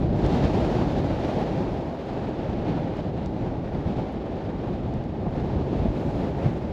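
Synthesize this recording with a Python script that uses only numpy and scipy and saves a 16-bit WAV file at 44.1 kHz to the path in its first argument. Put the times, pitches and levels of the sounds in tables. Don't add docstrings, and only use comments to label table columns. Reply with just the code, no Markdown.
import sys
import numpy as np
from scipy import signal
from scipy.fft import rfft, irfft
from scipy.io import wavfile
from scipy.ndimage import uniform_filter1d

SR = 44100
rng = np.random.default_rng(int(sys.argv[2]) if len(sys.argv) > 2 else 0)


def transcribe(signal):
    frames = np.atleast_2d(signal).T
    limited = np.clip(frames, -1, 1)
    pcm = np.round(limited * 32767).astype(np.int16)
    wavfile.write(sys.argv[1], SR, pcm)


def invert_db(x):
    u = np.asarray(x, float) / 20
    return 10 ** u


N = 296352
HZ = np.fft.rfftfreq(N, 1 / SR) + 1e-3


def wind(burst_db=0.17, fine_db=0.91, shared_db=0.5, own_db=0.35):
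    # time in seconds, wind strength in dB, how squarely it strikes the port in dB.
    gusts = [(0.03, -49.5, 26.5), (0.12, -52, 26.5), (0.16, -48, 25.5), (0.36, -41, 16.5), (1.1, -45, 19.5),
             (1.31, -44, 16), (1.72, -47.5, 21.5), (1.92, -49.5, 18), (2.77, -48, 20.5),
             (2.89, -49.5, 20.5), (3.55, -51.5, 24), (4.0, -48.5, 20.5), (4.13, -51, 20.5),
             (4.59, -51, 22.5), (5.22, -54, 26.5), (5.45, -50, 25), (6.32, -49, 22), (6.69, -51.5, 23)]
    # frequency in Hz, dB per dB of strength, dB per dB of square strike.
    response = [
        (89.5, 1.5, 1.49),
        (450, 1.0, 0.39),
        (2500, 1.0, -0.02),
        (6500, 1.63, 0.35),
        (11000, 1.5, 0.4),
    ]
    # time in seconds, frequency of their size in Hz, lift in dB.
    vortices = [(0.095, 84, 2), (0.269, 59.7, 11.5), (0.369, 678, 0), (0.449, 486, -1), (0.454, 81.4, 10.5),
                (0.988, 120, 5), (1.382, 478, 5.5), (1.716, 59.5, 0), (2.115, 60.4, 4.5),
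                (2.504, 84.4, 4.4), (2.599, 84, 2.5), (2.699, 171, 4.5), (2.774, 61, 3.5), (2.784, 960, 6),
                (3.452, 58, -3.5), (3.577, 59, 8.5), (3.746, 124, 7.5), (3.871, 59.7, 5.5),
                (4.006, 336, -0.5), (4.475, 85, 9), (4.749, 84, 3), (4.834, 60.6, 11), (5.268, 674, 8),
                (5.807, 60.5, 13), (5.862, 339, 8), (5.897, 61.6, 11), (6.071, 240, 8), (6.465, 88, 13.5)]
    # time in seconds, frequency of their size in Hz, lift in dB.
    puffs = [(.28, 3500, 1), (.47, 2000, 1.5), (.61, 6000, -0.5), (1.21, 5000, 0.5), (1.44, 3000, 0),
             (2.69, 2000, 3.5), (3.0, 3000, 3), (3.14, 4000, -4), (3.31, 2500, -3), (3.40, 2500, 0),
             (3.59, 3000, -2), (3.66, 4000, 0), (4.02, 2500, 1.5), (5.38, 3000, 2.5), (6.07, 11000, 0.5),
             (5.8, 7970, 2), (6.27, 5000, 2), (6.46, 3500, 3.5)]
    # time in seconds, frequency in Hz, lift in dB.
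    spindrift = [
        (1.3, 9000, 1.5),
        (2.0, 11000, 3),
        (2.75, 11000, -2),
        (6.05, 12000, 5),
        (6.5, 12000, 3),
    ]

    gust_s, *columns = np.transpose(gusts)
    t = np.arange(N) / SR
    strength, strike = (np.interp(t, gust_s, c - np.mean(c)) for c in columns)
    hz, per_strength, per_strike = np.transpose(response)
    size_octave = np.log2(hz)
    burst, fine, shared = walk(30), walk(70), walk(20)
    turbulence = 0
    for octave in np.arange(4, 14.1, .5):
        db = np.interp(octave, size_octave, per_strength) * strength
        db += np.interp(octave, size_octave, per_strike) * strike
        db += passing(vortices, 0.011, 0.76, octave)
        db += passing(puffs, 0.03, 2.3, octave)
        db += passing(spindrift, 0.14, 0.68, octave)
        db -= 10 * np.log10(np.mean(invert_db(db) ** 2))
        shared = 0.77 * shared + 0.48 * walk(18)
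        db += burst_db * burst + fine_db * fine + shared_db * shared
        db += own_db * walk(6)
        turbulence = turbulence + invert_db(db) * band(rng.standard_normal(N), octave, 0.52)
    heard = irfft(rfft(turbulence) * housing(), N)
    return level(heard, -25.5)


def passing(rows, length_s, octaves, octave):
    s, hz, db = np.transpose(rows)
    t = np.arange(0, N / SR, .002)
    bells = np.exp(-.5 * ((t[:, None] - s) / length_s) ** 2)
    likeness = np.exp(-.5 * ((octave - np.log2(hz)) / octaves) ** 2)
    return np.interp(np.arange(N) / SR, t, bells @ (db * likeness))


def walk(rate):
    hold = int(SR / rate)
    w = np.repeat(rng.standard_normal(N // hold + 1), hold)
    w = uniform_filter1d(uniform_filter1d(w, hold), hold)[:N]
    return w / w.std()


def band(x, octave, width):
    away = np.clip((np.log2(HZ) - octave) / width, -1, 1)
    return irfft(rfft(x) * np.cos(away * np.pi / 2), N)


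def housing():
    # frequency in Hz, spectrum level in dB per Hz.
    through_housing = [(15, -35.5), (25, -9.5), (55, -0.5), (146, 0.5), (363, -4.5), (475, -9.5), (537, -8),
                       (835, -12.5), (1020, -22), (1330, -27), (4000, -37), (7230, -52.5), (8800, -65),
                       (11400, -95), (19400, -120)]
    # frequency in Hz, spectrum level in dB per Hz.
    through_port = [
        (9250, -67.5),
        (9600, -65),
        (11500, -61),
        (12400, -66),
        (13100, -75.5),
        (13800, -88),
    ]
    below = [row for row in through_housing if row[0] < 9000]
    hz, db = np.transpose(below + list(through_port))
    notch_hz, notch_width_hz, notch_db = 9085, 100, -27
    notch = notch_db * np.exp(-((HZ - notch_hz) / notch_width_hz) ** 2)
    return invert_db(np.interp(np.log(HZ), np.log(hz), db) + notch)


def level(x, db):
    return x * invert_db(db) / np.sqrt(np.mean(x ** 2))


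def ice(shell_hz=4700, port_hz=11300, shell_s=.00012, port_s=.0003, stray_rate=30, stray_db=-72, spread_db=5.0):
    # time in seconds, peak level in dB, port ring relative to the shell in dB.
    grains = [(0.183, -45, -33), (0.264, -30, -32), (2.9697, -39, -14), (3.1697, -47, -30),
              (3.2607, -31, -30), (3.7465, -52, -10), (3.8882, -51, -1), (4.1252, -48, -6),
              (4.1300, -53, -8), (4.678, -51, -7), (4.9395, -37, -22), (5.040, -39, -20), (5.624, -48, -25),
              (6.088, -50, -14)]
    stray = rng.random((int(stray_rate * N / SR), 2))
    faint = [(a * (N / SR - .01), stray_db - spread_db * np.log(b), -12.0) for a, b in stray]
    rows = list(grains) + faint
    chance = rng.standard_normal((len(rows), 400))
    knocks = np.zeros((2, N + 400))
    for (s, db, port_db), c in zip(rows, chance):
        shell_knock = ring(shell_hz, shell_s, c)
        port_knock = invert_db(port_db) * ring(port_hz, port_s, c[::-1])
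        start = int(s * SR)
        knocks[:, start:start + len(c)] += invert_db(db) * np.array([shell_knock, port_knock])
    shell_gain = np.interp(HZ, (900, 2500, 7500, 9000), (0, 1, 1, 0))
    port_gain = np.interp(HZ, (9100, 9600, 12500, 13500), (0, 1, 1, 0))
    return irfft(rfft(knocks[0, :N]) * shell_gain + rfft(knocks[1, :N]) * port_gain, N)


def ring(hz, decay_s, chance):
    t = np.arange(len(chance)) / SR
    knock = np.exp(-t / decay_s) * (np.sin(2 * np.pi * hz * t) + .4 * chance)
    return knock / np.abs(knock).max()


def scene():
    return (wind() + ice())[None]


def low_pass(x):
    return signal.sosfilt(signal.butter(12, 13480, fs=SR, output="sos"), x)


def record(dry):
    return low_pass(dry)


dry = scene()
out = record(dry)
transcribe(out)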